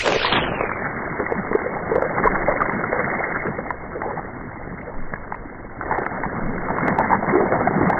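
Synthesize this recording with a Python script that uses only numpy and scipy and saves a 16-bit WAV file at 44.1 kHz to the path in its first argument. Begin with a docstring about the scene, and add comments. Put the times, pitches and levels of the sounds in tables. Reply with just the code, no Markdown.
"""A boot in deep wet mud

Water seeps and crackles through the mud as a boot works in it. Air pockets burst and ring as cavity
resonators, and air forced through wet channels gurgles round the sole. A light wind rumbles on the
microphone. The sound turns muffled within the first second; faint ticks and fuzz stand above the
muffled band at some of the pops."""
import sys
import numpy as np
from scipy import signal
from scipy.fft import irfft
from scipy.io import wavfile
from scipy.ndimage import uniform_filter1d

SR = 44100
rng = np.random.default_rng(int(sys.argv[2]) if len(sys.argv) > 2 else 0)


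def digitize_waveform(pressure):
    """Quantize a signal to 16-bit integers and store it at the path in sys.argv[1].

    Rows of a 2-D input are taken as channels; values are limited to [-1, 1].
    """
    field = np.atleast_2d(pressure).T
    bounded = np.clip(field, -1, 1)
    quanta = np.round(bounded * 32767).astype(np.int16)
    wavfile.write(sys.argv[1], SR, quanta)


N = 352359

OVERTONE = 1.95  # upper resonance of a pocket or channel, as a multiple of its fundamental


def mud():
    """Superposition: countless small flows and bubbles sum to noise that swells as the mud is worked."""
    # Each row: time in seconds, seeping level in dB, suction and fizz in dB relative to the seeping.
    effort = [(0.0, -42.5, -21, 18), (0.07, -18, -23, -13.5), (0.2, -30, -2, 8), (0.29, -24.5, -21, -1),
              (0.35, -21, -6, -3), (0.5, -25, -8.5, -4.5), (0.95, -29, -5, 2), (1.98, -27.5, -7.5, -3.5),
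              (2.25, -23.5, -6, -3), (3.31, -26.5, -5.5, 2.5), (3.78, -35, -4.5, -1.5),
              (4.09, -33, -3, -3.5), (5.0, -37.5, -0.2, -4), (5.76, -38.5, -1.5, -1),
              (5.88, -28, -10.5, -3), (6.48, -29, -1, -4), (6.99, -23, -5.5, -3.5), (7.25, -25.5, -4.5, -6),
              (7.5, -22, -2, -7.5), (7.99, -22, -7.5, -5.5)]
    # Spectra of seeping, deep suction and thin fizz. Each row: frequency in Hz, relative density in dB.
    seep_spectrum = [(220, -27.5), (320, 0.5), (450, 1), (800, -2), (1100, -4.5), (1600, -5.5), (2400, -24)]
    suction_spectrum = [(80, -20), (120, -5), (180, 1), (260, -2), (380, -11.5)]
    fizz_spectrum = [(900, -24.5), (1300, -6), (2000, 0.5), (3200, -0.5), (4500, -7.5), (7000, -14),
                     (11000, -20.5)]
    seep = 0.67 * patchy_noise(seep_spectrum, patchy_db=2.5, flicker_db=1.0)
    seep += 0.51 * bubbles(327.5, 1043, per_s=300, cycles=1.1, spread_db=3.0)
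    suction = patchy_noise(suction_spectrum, patchy_db=2.8, flicker_db=2.5, size=1024)
    fizz = 0.85 * patchy_noise(fizz_spectrum, patchy_db=4.0, flicker_db=1.5)
    fizz += 0.39 * bubbles(1200, 3000, per_s=280, cycles=4.5, spread_db=5.0, rise=0.86)
    clicks = 0.29 * bubbles(600, 1900, per_s=64, cycles=0.99, spread_db=3.0, rise=0.32)
    level, suction_gain, fizz_gain = (gain_curve(effort, column) for column in (1, 2, 3))
    return level * (seep + clicks + suction_gain * suction + fizz_gain * fizz)


def bubbles(low_hz, high_hz, per_s, cycles, spread_db, rise=0.66, count=14):
    """Damped oscillation: tiny pockets close at random, each ringing a few cycles of rising pitch."""
    strength = gain_of(spread_db * np.minimum(rng.exponential(1, N), 4))
    impulses = strength * (rng.random(N) < per_s / SR)
    pitch_index, out = rng.integers(0, count, N), np.zeros(N)
    for k, hz in enumerate(np.geomspace(low_hz, high_hz, count)):
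        age = np.arange(round(4 * SR * cycles / hz)) * hz / SR  # in cycles, as is the rise
        envelope = (1 - np.exp(-age / rise)) * np.exp(-age / cycles)
        ring = np.sin(2 * np.pi * (age + 0.025 * age ** 2)) * envelope
        out += signal.oaconvolve(impulses * (pitch_index == k), ring * np.sqrt(hz))[:N]
    return evened(out)


def pops():
    """Cavity resonance: an air pocket's skin tears with a crack and a snap, and the pocket rings."""
    # Each row: start in seconds, level in dB, pocket frequency in Hz, relative snap level in dB.
    pockets = [(0.06, -11, 504.5, -3), (0.076, -10.5, 603, 1), (0.122, -16, 510, 3), (0.159, -8, 435, -32),
               (0.247, -3.5, 990, -13), (0.364, -8.5, 3200, -8), (0.325, -11, 970, -10),
               (0.325, -4.5, 3360, -22.5), (0.608, -8.5, 480, 3), (0.636, -10, 443, -31.5),
               (0.693, -12, 1670, -7), (0.716, -14, 1465, 0), (1.2, -9, 405, -11), (1.264, -9.5, 1960, -13),
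               (1.321, -7, 454, -7.5), (1.514, -6.5, 433, -24), (1.53, -13, 1074, -5),
               (1.55, 0.5, 426, -21), (1.663, -7.5, 484, -29), (1.767, -10, 847, -12),
               (1.916, -4, 423, -15.5), (1.93, -12.5, 450, -25), (1.954, -11.5, 550, -9),
               (1.958, 0.5, 517, -19.5), (1.98, -3.5, 522, -27.5), (2.022, -4.5, 560, -5),
               (2.101, -11.5, 556, -15), (2.255, -2, 437, -9.5), (2.274, -1, 1080, -10),
               (2.483, -1, 560, -15.5), (2.572, -10, 2040, -11.5), (2.618, -1.5, 1280, -17.5),
               (2.654, -12.5, 960, -10), (2.695, -9.5, 2007, -5), (2.721, -16.5, 1600, -14),
               (2.839, -7.5, 1400, -6), (2.929, -6.5, 468, -5), (2.993, -7.5, 475, -4.5),
               (3.101, -12, 2050, -4), (3.137, -13.5, 1080, -7), (3.149, -11, 2020, -13),
               (3.194, -9, 2040, -16.5), (3.205, -10.5, 700, -7), (3.2385, -10, 1910, -10.5),
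               (3.351, -12, 1476, -18.5), (3.359, -11, 1540, -1.5), (3.468, -16.5, 1530, -1),
               (3.587, -12, 504, -5), (3.665, -22.5, 754, 2), (3.7056, -8, 954, -5),
               (3.958, -19.5, 384, -35), (4.018, -19, 847, 7), (4.246, -20.5, 445, -10.5),
               (4.812, -22, 2010, -13.5), (5.137, -15, 1660, 2.5), (5.158, -20, 1600, -7.5),
               (5.322, -14.5, 800, -4), (5.3437, -16, 910, -5.5), (5.811, -14.5, 1520, -7.5),
               (5.899, -16, 805, -9), (5.911, -7, 887, -9), (5.923, -10, 790, -9), (5.936, -14, 790, -2.5),
               (5.949, -16, 800, -2.5), (5.985, -12, 387, -8), (6.017, -12.5, 410, -18),
               (6.017, -13, 810, -23), (6.064, -13, 1275, -0.5), (6.235, -7.5, 868, -7.5),
               (6.703, -7, 850, -13.5), (6.7845, -11.5, 1100, -2.5), (6.808, -14.5, 1486, -5),
               (6.8814, -10.5, 966, 4.5), (6.986, -0.5, 900, -20.5), (6.997, -5, 620, -20),
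               (7.005, -6, 834, -19), (7.016, -9, 790, -20), (7.105, -7, 904, -17), (7.116, -1, 790, -22),
               (7.129, 0.5, 905, -9.5), (7.153, -7, 933, -6.5), (7.228, -10.5, 785, -18),
               (7.353, -0.5, 337, -11), (7.407, -3.5, 360, -20), (7.522, -3, 497, -7),
               (7.607, -11.5, 470, -4), (7.673, 0.5, 756, -17), (7.709, -7.5, 385, -17),
               (7.811, -5, 332, -11.5), (7.83, -5.5, 253, -17), (7.8998, -1.5, 796, -14.5),
               (7.9285, -4, 887, -14)]
    crack_hz, push_hz, snap_t60_s = 1400, 214, .018
    out, t = np.zeros(N), np.arange(3000) / SR
    # The tear is one quick pressure swing; the mud giving way is one slow swing beneath it.
    crack = gain_of(0.5) * np.sin(2 * np.pi * crack_hz * t) * np.exp(-(crack_hz * t - 1) ** 2 / 0.27)
    push = gain_of(-19.5) * np.sin(2 * np.pi * push_hz * t) * np.exp(-push_hz * t / 0.82)
    for start, db, hz, snap_db in pockets:
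        noise = rng.standard_normal(len(t))
        t60_s = 0.021 + 5.7 / hz  # large pockets ring longer
        roughness = 1 + .3 * smoothed(noise, 60)
        wander = .06 * smoothed(noise[::-1], 120)
        phase = 2 * np.pi * np.cumsum(hz * (1 + 2.7 * t + wander)) / SR
        ring = np.sin(phase) + gain_of(-15.5) * np.sin(OVERTONE * phase)
        ring *= roughness * rise_and_decay(t, rise_s=.001, t60_s=t60_s)
        snap = spray(noise) * rise_and_decay(t, rise_s=.0003, t60_s=snap_t60_s)
        add(out, start, gain_of(db) * (ring + push + gain_of(snap_db) * (snap + crack)))
    return out


def gurgles():
    """Forced resonance: puffs of air spit spray and drive a channel whose pitch slides as the boot shifts."""
    # Each row: start in seconds, level in dB, channel frequency in Hz, length in seconds,
    # relative spray level in dB, pitch slide in octaves.
    channels = [(0.04, -24.5, 513, 0.08, -5.5, 0.051), (0.113, -23.5, 453, 0.071, -12, -0.013),
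                (0.256, -29, 990, 0.031, 7.5, 0.1), (0.311, -25, 1076, 0.094, 1, -0.67),
                (0.847, -25, 1510, 0.029, -1.5, -0.39), (1.186, -27, 404, 0.047, 0, -0.38),
                (1.345, -26, 190, 0.08, -21, -0.045), (1.605, -30.5, 410, 0.099, -19.5, 0.4),
                (1.89, -22.5, 395, 0.069, -8.5, 0.54), (2.036, -24, 523, 0.043, -15, 0.43),
                (2.17, -33.5, 893, 0.037, 14, 0.11), (2.229, -31, 379, 0.034, 14.5, 0.31),
                (2.26, -17.5, 925, 0.0256, -1, .6), (2.345, -33, 810, 0.022, 16, -0.097),
                (2.469, -22, 598, 0.066, -2, -0.45), (2.601, -24.5, 1400, 0.023, 2, .05),
                (2.917, -30.5, 460, 0.12, 4.5, 0.61), (3.446, -26, 436, 0.056, -8, -0.047),
                (3.946, -28, 456, 0.042, -22.5, -0.33), (4.014, -28, 837, 0.12, -31, 0.32),
                (4.045, -30, 439, 0.12, -25, 0.14), (4.165, -32, 793, 0.04, 2.5, 0.15),
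                (4.867, -31.5, 490, 0.043, -11.5, 0.2), (5.893, -26.5, 824, 0.081, -4.5, 0.012),
                (5.966, -23.5, 805, 0.024, -12, -0.36), (6.229, -26, 894, 0.036, -8, 0.12),
                (6.814, -25.5, 238, 0.11, 2.5, -0.16), (6.987, -23.5, 870, 0.086, -22, -0.32),
                (7.102, -23.5, 843, 0.055, 1.5, -0.087), (7.274, -22.5, 188, 0.053, 1, 0.78),
                (7.319, -17.5, 385, 0.081, -10.5, 0.41), (7.396, -24.5, 706, 0.055, -18, -0.53),
                (7.374, -21, 363, 0.082, -11.5, 0.062), (7.517, -22.5, 707, 0.056, -3.5, 0.79),
                (7.729, -20.5, 183.6, 0.082, -12.5, 0.23), (7.798, -20, 191, 0.099, -7.5, -0.029),
                (7.899, -31, 800, 0.043, -14, 0.13)]
    out = np.zeros(N)
    for start, db, hz, length_s, spray_db, slide in channels:
        air, hiss, throb = rng.standard_normal((3, 8000))
        size = round(length_s * SR)
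        puffs = gain_of(2.5 * smoothed(throb, 180))
        progress = (np.arange(len(air)) / size).clip(0, 1)
        pitch = hz * 2 ** (slide * (progress - .5))
        fundamental = resonate(resonate(air * puffs, pitch, 0.35 * hz), pitch, 0.4 * hz)
        overtone = resonate(air * puffs, OVERTONE * pitch, 0.24 * hz)
        ring = evened(fundamental[:size]) + gain_of(-13.5) * evened(overtone[:size])
        spit = gain_of(spray_db) * evened((spray(hiss) * puffs)[:size])
        add(out, start, gain_of(db) * (ring + spit) * signal.windows.tukey(size, .4))
    return out


def spray(noise):
    """Broadband excitation: tearing wet mud hisses in two wide, overlapping bands."""
    return evened(resonate(noise, 1000, width_hz=490) + 0.53 * resonate(noise, 1700, width_hz=1000))


def wind():
    """Pressure fluctuation at the microphone: gusts rise fast and die as a slowing flutter, over a drone."""
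    # Spectra of the breeze and the low drone. Each row: frequency in Hz, relative density in dB.
    rumble_spectrum = [(6, -10), (14, 1.5), (30, -8), (50, -14.5), (80, -30)]
    drone_spectrum = [(30, -9), (50, 3), (80, -5.5), (110, 0.5), (160, -23)]
    # Each row: time of the peak in seconds, level in dB, flutter frequency at the peak in Hz.
    gusts = [(.43, -30, 59), (2.26, -26.5, 43), (4.975, -18.5, 15), (6.438, -19, 19)]
    rise_db_per_s, fall_db_per_s, sag_octaves_per_s = 502, 65.5, 2.7
    rumble = patchy_noise(rumble_spectrum, patchy_db=0.0, flicker_db=5.0, size=8192)
    drone = patchy_noise(drone_spectrum, patchy_db=2.5, flicker_db=0.8, size=2048)
    out = gain_of(-42) * rumble + gain_of(-42.5) * drone
    for peak_s, db, hz in gusts:
        t = np.arange(N) / SR - peak_s
        envelope = gain_of(db - np.maximum(-rise_db_per_s * t, fall_db_per_s * t))
        phase = 2 * np.pi * np.cumsum(hz * 2 ** (-sag_octaves_per_s * t.clip(0))) / SR
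        flutter = np.sqrt(2) * np.cos(phase - phase[round(peak_s * SR)])
        out += envelope * (.75 * flutter + .25 * rumble)
    return out


def ticks():
    """Band-limited impulses: each faint tick is a sharp pulse with a weaker, inverted one just behind."""
    # Each row: time in seconds, level in dB, lower and upper band edges in Hz.
    pulses = [(0.3471, -45, 6430, 16000), (0.3584, -46, 6240, 16000), (0.6105, -43.5, 4400, 15900),
              (1.3224, -43.5, 4500, 8500), (1.553, -38.5, 2500, 10600), (1.9555, -34.5, 2490, 12500),
              (1.9614, -33.5, 2500, 12600), (2.0222, -38.5, 4670, 11200), (2.2548, -41, 3200, 16100),
              (2.2616, -40, 3060, 16200), (2.2705, -39, 3220, 14100), (2.277, -37.5, 4500, 14000),
              (2.4855, -47, 4300, 8000), (2.6203, -33.5, 2490, 15000), (3.706, -39, 2500, 13500),
              (5.986, -37, 2500, 11400), (6.0646, -41.5, 2480, 14300), (6.785, -45, 2500, 15100),
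              (6.8823, -23.5, 2450, 14600), (6.988, -23.5, 2490, 14300), (7.12, -40, 4370, 12600),
              (7.1327, -45, 4530, 12450), (7.3577, -50, 5400, 11300), (7.677, -46, 4650, 12000),
              (7.901, -24.5, 2490, 16100)]
    # Spectrum of a pulse. Each row: frequency in Hz, relative density in dB.
    tick_spectrum = [(2300, 10), (4000, 2), (5000, -4), (7000, -8.5), (10000, -14.5), (16000, -21.5)]
    min_gap_s, skirt_db_per_hz = .0006, 0.051
    hz, out = np.fft.rfftfreq(1024, 1 / SR), np.zeros(N)
    for time_s, db, low_hz, high_hz in pulses:
        gap, share = rng.random(2)
        outside_hz = np.maximum(low_hz - hz, 0) + np.maximum(hz - high_hz, 0)
        spectrum = gain_of(spectrum_db(tick_spectrum, hz) - skirt_db_per_hz * outside_hz)
        pulse = np.roll(irfft(spectrum), 512) * np.hanning(1024)
        pulse *= gain_of(db) / pulse.max()
        start = time_s - 512 / SR
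        add(out, start, pulse)
        add(out, start + min_gap_s * (1 + gap), -.5 * share * pulse)
    return out


def fuzz():
    """Gated noise: short, very quiet crackly patches lie just above the muffled band."""
    # Each row: start in seconds, level in dB.
    patches = [(1.31, -62), (1.94, -60.5), (2.012, -60), (2.61, -56), (2.72, -55), (3.464, -53),
               (4.812, -64), (5.315, -64), (5.34, -63), (6.045, -55.5), (6.775, -56), (6.87, -54),
               (6.975, -54), (7.889, -53)]
    # Spectrum of the fuzz. Each row: frequency in Hz, relative density in dB.
    fuzz_spectrum = [(2250, -26), (2450, 8.5), (3000, -25.5), (4500, -26), (7000, -38.5), (13000, -52.5)]
    gate, length_s = np.zeros(N), .024
    for start, db in patches:
        add(gate, start, gain_of(db) * signal.windows.tukey(round(length_s * SR), .3))
    return gate * patchy_noise(fuzz_spectrum, patchy_db=-2.0, flicker_db=2.5, size=128)


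def muffled(x):
    """Low-pass filtering: the cutoff sinks, fast at first, and takes the treble with it."""
    open_hz, shut_hz, sink_s = 9400, 2155.5, 1.167
    hz, t, spectra = signal.stft(x, SR, nperseg=2048, noverlap=1792)
    cutoff_hz = shut_hz + (open_hz - shut_hz) * (1 - t / sink_s).clip(0, 1) ** 3.83
    above_hz = np.maximum(hz[:, None] - cutoff_hz, 0)
    loss_db = np.minimum(0.0022 * above_hz ** 2, 120)
    return signal.istft(spectra * gain_of(-loss_db), SR, nperseg=2048, noverlap=1792)[1][:, :N]


def patchy_noise(spectrum, patchy_db, flicker_db, size=512):
    """Random modulation: coloured noise varies in drifting spectral patches and flickers as a whole."""
    hop = size // 4
    frames, hz = N // hop + 5, np.fft.rfftfreq(size, 1 / SR)
    real, imag, patches = rng.standard_normal((frames, len(hz), 3)).T
    patches = smoothed(uniform_filter1d(patches, size=5, axis=0), 8)
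    flicker = smoothed(rng.standard_normal(frames), 4)
    level_db = spectrum_db(spectrum, hz)[:, None] + patchy_db * patches + flicker_db * flicker
    spectra = (real + 1j * imag) * gain_of(level_db)
    return evened(signal.istft(spectra, nperseg=size, noverlap=size - hop)[1][:N])


def resonate(x, hz, width_hz):
    """Heterodyne resonator: shifts a fixed or gliding frequency to zero, smooths, and shifts back."""
    carrier = np.exp(2j * np.pi * np.cumsum(hz * np.ones(len(x))) / SR)
    pole = np.exp(-np.pi * width_hz / SR)
    return 2 * (carrier * signal.lfilter([1 - pole], [1, -pole], x / carrier)).real


def rise_and_decay(t, rise_s, t60_s):
    """Exponential onset and damping; the damping takes away 60 dB in t60_s."""
    return (1 - np.exp(-t / rise_s)) * gain_of(-60 * t / t60_s)


def gain_of(db):
    """Amplitude ratio of a level in decibels."""
    return 10 ** (np.asarray(db) / 20)


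def evened(x):
    """Normalisation to an rms of 1."""
    return x / np.sqrt(np.mean(x ** 2) + 1e-20)


def smoothed(noise, size):
    """A moving average turns noise into a slow fluctuation with an rms of 1."""
    return evened(uniform_filter1d(noise, size=size))


def spectrum_db(points, hz):
    """Interpolation of a spectrum in log frequency, with -90 dB beyond its ends."""
    point_hz, db = np.transpose(points)
    return np.interp(np.log(hz + 1), np.log(point_hz + 1), db, -90, -90)


def gain_curve(rows, column):
    """Interpolation of a column of decibels in time, as a gain at every sample."""
    rows = np.array(rows)
    return gain_of(np.interp(np.arange(N) / SR, rows[:, 0], rows[:, column]))


def add(mix, start_s, sound):
    """Superposition of a sound on the mix from start_s onward."""
    part = mix[max(round(start_s * SR), 0):][:len(sound)]
    part += sound[:len(part)]


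def scene():
    """Superposition: the pressures of mud and wind add at one microphone."""
    return (mud() + pops() + gurgles() + wind())[None]


def record(dry):
    """Soft saturation rounds the peaks; muffling follows, then ticks, fuzz, faint hiss and a band limit."""
    ceiling, hiss_db, band_limit_hz = .57, -102, 15800
    squeezed = dry / (1 + (abs(dry) / ceiling) ** 4) ** .25
    heard = muffled(squeezed) + ticks() + fuzz() + gain_of(hiss_db) * rng.standard_normal(N)
    low_pass = signal.firwin(511, band_limit_hz, window=("kaiser", 9), fs=SR)
    return signal.oaconvolve(heard, low_pass[None], "same")


dry = scene()
out = record(dry)
digitize_waveform(out)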